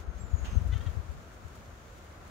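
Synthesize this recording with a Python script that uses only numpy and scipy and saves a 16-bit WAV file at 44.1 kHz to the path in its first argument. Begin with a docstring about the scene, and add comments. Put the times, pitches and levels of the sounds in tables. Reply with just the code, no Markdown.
"""A grassy roadside with a woodcock and her chicks. Thin, high peeps slide downward and overlap,
and a bird adds four soft nasal notes, shaped by its throat. The calls echo off trees and ground.
A gust thumps mostly on the left microphone opening and stirs dry leaves and stalks.
Behind it all, grass hisses and distant traffic rushes steadily."""
import sys
import numpy as np
from scipy import signal
from scipy.fft import rfft, irfft, next_fast_len
from scipy.io import wavfile
from scipy.ndimage import uniform_filter1d, map_coordinates

SR = 44100
rng = np.random.default_rng(int(sys.argv[2]) if len(sys.argv) > 2 else 0)


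def wav_out(sig):
    """Save sig, one row per channel (or a flat mono array), as 16-bit PCM at SR to the path in sys.argv[1]."""
    wavfile.write(sys.argv[1], SR, np.round(np.clip(np.atleast_2d(sig).T, -1, 1) * 32767).astype(np.int16))


N = 101429

# The near peep. Each row: time in seconds, pitch in Hz, level in dB, pan in dB (plus is left).
NEAR_PEEP = [(.174, 6230, -67, -1), (.194, 7290, -63, -6), (.212, 7600, -57.5, -12), (.252, 7200, -61, -12),
             (.29, 7170, -67, -15), (.35, 6920, -68, 8), (.39, 6670, -59, 13), (.418, 6840, -66, 9),
             (.46, 6710, -59, 10), (.49, 6500, -70, 1), (.525, 6460, -67, 3), (.568, 6530, -64, -1),
             (.596, 6080, -77, -7)]
# Farther peeps, one list each. Each row: time in seconds, pitch in Hz, level in dB.
DISTANT_PEEPS = [
    [(0, 6660, -76), (.11, 6390, -75), (.18, 6330, -75), (.225, 6070, -75), (.248, 5600, -80)],
    [(.298, 5710, -77), (.325, 6750, -72), (.345, 6840, -70), (.41, 6570, -67.5), (.48, 6270, -67),
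     (.52, 6210, -66), (.567, 6220, -66), (.604, 5760, -74)],
]
# Nasal notes, one list each. Each row: time in seconds, pitch in Hz, level in dB.
NASAL_NOTES = [
    [(.715, 476.7, -60), (.727, 505, -49.5), (.738, 513, -47.5), (.745, 460, -53.5), (.757, 450, -57)],
    [(.753, 449.5, -58), (.771, 448.6, -52), (.791, 434, -63)],
    [(.799, 444, -63), (.813, 461.5, -52.5), (.822, 464, -63), (.836, 463, -56)],
    [(.855, 494.5, -56), (.867, 464, -51), (.876, 456, -53), (.89, 430, -65)],
]
# Swirls of air. Each row: middle in seconds, strength in dB, pitch in Hz, pan in dB.
WIND_EDDIES = [(.008, -31, 60, 31), (.089, -24, 52, 29), (0.163, -27.5, 52, 18), (0.244, -26, 63.3, 26),
               (0.342, -12.5, 71.5, 38), (0.388, -26.5, 62, 21), (0.433, -22, 66.4, 19),
               (.486, -23.5, 63, -31), (0.531, -23, 59.1, 24), (.558, -28.5, 195, 30), (0.572, -13, 76, 32),
               (0.619, -19.5, 76, 24), (0.664, -17.5, 65, 20), (.698, -17, 60, 10), (.733, -16.5, 85, 27),
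               (.762, -17.5, 83, 26), (0.871, -18, 92, 28), (0.894, -22, 64.5, 24), (.974, -21, 89.4, 26),
               (1.0, -24, 75, 24), (1.05, -41, 70, 2), (1.097, -24, 61.6, 27), (1.191, -37, 69, 12),
               (1.455, -30, 71, 18), (1.683, -38.5, 81, 1)]
# Brushes through dry leaves. Each row: start in seconds, level in dB, seconds to fade by 60 dB.
LEAF_BRUSHES = [(0.44, -46.5, 0.36), (.5, -63.5, 0.77), (1.546, -65, .2)]
# Stalk crinkles. Each row: start in seconds, level in dB, pan in dB, seconds to fade by 60 dB.
CRINKLES = [(.615, -61, 3, .03), (.675, -57, -2, .04), (.778, -53.5, -3, 0.015), (1.108, -63.5, 2, .09),
            (1.32, -66, 0, 0.18), (1.48, -58, -3, 0.023), (1.548, -58.5, 0, 0.089), (1.968, -68, 0, 0.14),
            (2.272, -63, -2, 0.077)]

# How each noise swells and sinks. Each row: time in seconds, base level in dB.
WIND_SWELL = [(0, -43), (.2, -43), (.4, -39), (.6, -35), (.72, -34.5), (.82, -39), (1.0, -41.5),
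              (1.15, -45.5), (1.3, -54), (1.6, -51), (1.9, -59), (2.1, -61.5), (2.3, -50)]
GRASS_SWELL = [(0, -56.5), (.06, -72), (.19, -62), (.25, -65), (.42, -62), (.65, -61), (.86, -59.5),
               (1.03, -62.5), (1.33, -63), (1.42, -63), (1.58, -62), (1.75, -62.5), (1.98, -61),
               (2.15, -63), (2.3, -62)]
TRAFFIC_SWELL = [(0, -49), (.25, -49.5), (.45, -46), (.7, -48), (.9, -47), (1.15, -50), (1.6, -50.5),
                 (1.8, -51), (2.3, -49.5)]
# The tone colour of each source. Each row: frequency in Hz, relative strength in dB.
THROAT_COLOUR = [(500, -36), (1000, -9), (1400, 0.5), (1650, -6), (1950, 5), (2350, -7.5), (2700, -5),
                 (3150, 1.5), (3600, -2.5), (4100, -13.5), (4700, -16), (5300, -27), (6300, -10),
                 (7200, -25), (9000, -38), (14000, -60)]
WIND_COLOUR = [(20, -17), (32, -9.5), (48, -2), (70, -2.5), (100, -7.5), (140, -11.5), (220, -20),
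               (350, -37.5), (800, -38), (3000, -67.5)]
LEAF_COLOUR = [(300, -1), (700, 2), (1400, 5.5), (2100, -0.5), (2800, 6), (3500, -1.5), (4800, -8),
               (5800, -7), (8200, -12.5), (11000, -27), (14000, -18), (16000, -19)]
STALK_COLOUR = [(1000, -12), (4000, 0.5), (7000, 6.5), (11000, -2.5), (16000, -3)]
GRASS_COLOUR = [(500, -19), (2000, 9.5), (3300, 6), (5200, 1.5), (6300, 5), (7100, 5.5), (7800, -2),
                (9500, -5), (15500, -6)]
TRAFFIC_COLOUR = [(18, -35), (30, -4.5), (71, -0.5), (97, -6), (133, -13), (177, -13), (277, -16),
                  (350, -16), (379, -16.5), (492, -16), (728, -17.5), (787, -22), (1360, -19.5),
                  (2830, -37), (6890, -34), (15500, -38)]
# How air and microphone dull the traffic. Each row: frequency in Hz, gain in dB.
TRAFFIC_DULLING = [(50, 1.5), (130, 2), (300, 1), (1500, 3), (3000, 1.5), (6000, -9.5), (12000, -24)]
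# How alike left and right are. Each row: frequency in Hz, likeness from 0 (unrelated) to 1 (same).
GRASS_LIKENESS = [(2000, 0.14), (6000, 0), (10000, 0)]
TRAFFIC_LIKENESS = [(60, 0.94), (280, 1), (600, 0.41), (1200, .05), (2500, 0.006), (5000, 0.022),
                    (12000, 0)]
# Which side is louder. Each row: frequency in Hz, pan in dB.
GRASS_BALANCE = [(3000, -1.5), (5000, 0.5), (6800, 2.5), (9000, -3.5), (14000, 2)]
TRAFFIC_BALANCE = [(100, 1.5), (500, 0), (1300, 3.5), (2500, 1.5), (4500, 2.5), (6500, 5), (10000, 6)]


def peep(rows, waver_hz=14, flutter_db=1, octave_db=-32):
    """A nearly pure whistle that wavers slightly in pitch and loudness."""
    hz, db = curves(rows)[:2]
    pitch = uniform_filter1d(hz, size=500) + waver_hz * wobble(129.8)
    phase = 2 * np.pi * np.cumsum(pitch) / SR
    tone = np.sin(phase) + amp(octave_db) * np.sin(2 * phase)
    return np.sqrt(2) * gate(rows) * amp(db + flutter_db * wobble(68)) * tone


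def peeps(far_pan_db=-3, far_echo_db=-5):
    """One near whistle, and two farther ones to the right with extra echo."""
    far = sum(peep(rows) for rows in DISTANT_PEEPS) * panned(far_pan_db)
    near_pan_db = curves(NEAR_PEEP)[2]
    return peep(NEAR_PEEP) * panned(near_pan_db) + far + amp(far_echo_db) * echo(far)


def nasal_notes(pitch_jitter=0.0072, roughness=0.25):
    """A stack of overtones shaped by the bird's throat, with a puff of noise on each vibration."""
    out = np.zeros(N)
    harmonics = np.arange(1, 21)[:, None]
    rasp = noise(THROAT_COLOUR)[0]
    for rows in NASAL_NOTES:
        hz, db = curves(rows)
        loudness = gate(rows) * amp(db)
        on = loudness > 0
        hz = (hz * (1 + pitch_jitter * wobble(300)))[on]
        phase = 2 * np.pi * np.cumsum(hz) / SR
        offsets = rng.uniform(0, np.pi, harmonics.shape)
        strengths = amp(along(THROAT_COLOUR, harmonics * hz))
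        tone = np.sum(strengths * np.sin(harmonics * phase + offsets), axis=0)
        puffs = roughness * rasp[on] * (1 + np.cos(phase))
        out[on] += loudness[on] * (unit(tone) + puffs)
    return out * panned(db=6.5)


def wind(uneven_db=3.5, sheltered_right_db=-10.5, width_cycles=0.62, rise_to_fall=0.66):
    """Air rumbles on the microphone openings, and single swirls thump for a cycle or two."""
    level_db, = curves(WIND_SWELL)
    lumps_db = uneven_db * np.array([wobble(17.94), wobble(18.9)])
    out = noise(WIND_COLOUR) * amp(level_db + lumps_db) * amp([[0], [sheltered_right_db]])
    for middle, db, hz, pan in WIND_EDDIES:
        cycles = (clock() - middle) * hz
        width = width_cycles * np.where(cycles < 0, rise_to_fall, 1)
        swell = amp(db) * np.exp(-.5 * (cycles / width) ** 2)
        out += swell * np.sin(2 * np.pi * cycles) * panned(pan) / np.sqrt(2)
    return out


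def leaves(grain_db=0.5):
    """Dry leaves brush together: grainy noise that swells quickly, holds and dies away."""
    loudness = sum(burst(start, db, fade_s, rise_s=0.0097, fade_after_s=0.017)
                   for start, db, fade_s in LEAF_BRUSHES)
    return loudness * unit(noise(LEAF_COLOUR) * amp(grain_db * wobble(500)))


def stalks(crackles_per_s=60, faintest_db=-73, crackle_fade_s=0.0091, rise_share=.08):
    """Dry stalks give many faint, random crackles and a few soft crinkles."""
    clicks = np.zeros((2, N))
    for when, size, side in rng.random((int(crackles_per_s * N / SR), 3)):
        sample = min(int(when * N), N - 1)
        clicks[:, sample] += amp(faintest_db + 8 * size) * panned(8 * (side - .5))[:, 0]
    decay = amp(-60 * clock()[:SR // 10] / crackle_fade_s)
    loudness = signal.fftconvolve(clicks, decay[None], axes=1)[:, :N]
    for start, db, pan, fade_s in CRINKLES:
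        rise_s = rise_share * fade_s
        loudness += burst(start, db, fade_s, rise_s, fade_after_s=rise_s) * panned(pan)
    return loudness * noise(STALK_COLOUR)


def grass():
    """A fine hiss of grass that swells with the breeze."""
    level_db, = curves(GRASS_SWELL)
    hiss = rush(GRASS_COLOUR, GRASS_LIKENESS, GRASS_BALANCE)
    return hiss * amp(level_db + 0.35 * wobble(24.95) + 0.98 * wobble(400))


def traffic():
    """The wide rush of far roads, dulled by the air and the microphone."""
    level_db, = curves(TRAFFIC_SWELL)
    roads = rush(TRAFFIC_COLOUR, TRAFFIC_LIKENESS, TRAFFIC_BALANCE)
    dulled = filtered(roads, lambda hz: amp(along(TRAFFIC_DULLING, hz)))
    return dulled * amp(level_db + 0.13 * wobble(9.6))


def echo(x, fade_s=0.24):
    """Trees and ground answer a sound with a short, fading tail."""
    t = clock()[:SR // 2]
    tail = rng.standard_normal((2, len(t))) * amp(-60 * t / fade_s)
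    return signal.fftconvolve(x, tail / np.linalg.norm(tail[0]), axes=1)[:, :N]


def amp(db):
    """Turn decibels into a number to multiply by."""
    return 10 ** (np.asarray(db) / 20)


def unit(x):
    """Scale a sound to an average power of 1."""
    return x / np.sqrt(np.mean(x ** 2) + 1e-20)


def along(points, hz):
    """Read between a table's rows, with frequency spaced by octaves."""
    frequencies, values = np.transpose(points)
    return np.interp(np.log(hz + 1), np.log(frequencies + 1), values)


def clock():
    """The time of every sample in seconds."""
    return np.arange(N) / SR


def curves(rows):
    """One value per sample for each column after the time."""
    times, *columns = np.transpose(rows)
    return [np.interp(clock(), times, column) for column in columns]


def wobble(rate):
    """A smooth curve through `rate` random values a second."""
    return map_coordinates(rng.standard_normal(int(N * rate / SR) + 4), [clock() * rate])


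def panned(db):
    """Left and right gains, `db` apart, that keep the total power."""
    gains = amp(np.array([[.5], [-.5]]) * db)
    return gains / np.sqrt(np.mean(gains ** 2, axis=0))


def filtered(x, response):
    """Turn each frequency up or down by response(hz)."""
    size = next_fast_len(N + SR // 2)
    return irfft(rfft(x, size) * response(np.fft.rfftfreq(size, 1 / SR)), size)[..., :N]


def noise(colour):
    """Noise of a given tone colour, unrelated left and right."""
    return unit(filtered(rng.standard_normal((2, N)), lambda hz: amp(along(colour, hz))))


def rush(colour, likeness, balance):
    """Stereo noise with a given likeness and balance of the sides."""
    def shares(hz):
        angle = np.arccos(np.clip(along(likeness, hz), -1, 1)) / 2
        return np.array([np.cos(angle), np.sin(angle)])
    common, opposite = filtered(noise(colour), shares)
    stereo = np.array([common + opposite, common - opposite])
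    return unit(filtered(stereo, lambda hz: panned(along(balance, hz))))


def gate(rows, fade_s=0.0052):
    """Fade a call in at its first row and out at its last."""
    t = clock()
    return np.clip(np.minimum(t - rows[0][0], rows[-1][0] - t) / fade_s, 0, 1)


def burst(start, db, fade_s, rise_s, fade_after_s):
    """A loudness curve that rises, then drops 60 dB every fade_s seconds."""
    age = clock() - start
    return np.clip(age / rise_s, 0, 1) * amp(db - 60 * np.maximum(age - fade_after_s, 0) / fade_s)


def scene():
    """Birds and their echo over wind, traffic and dry plants."""
    whistles, notes = peeps(), nasal_notes()
    answer = echo(amp(db=-11) * whistles + amp(db=-10) * notes)
    return whistles + notes + answer + wind() + traffic() + grass() + leaves() + stalks()


def record(dry, low_cut_hz=35.5, top_hz=15750):
    """The microphone softens the deepest rumble and drops the highest treble."""
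    low_cut = lambda hz: 1 - 1 / (1 + (hz / low_cut_hz) ** 6)
    return filtered(dry, lambda hz: low_cut(hz) * (hz < top_hz))


dry = scene()
out = record(dry)
wav_out(out)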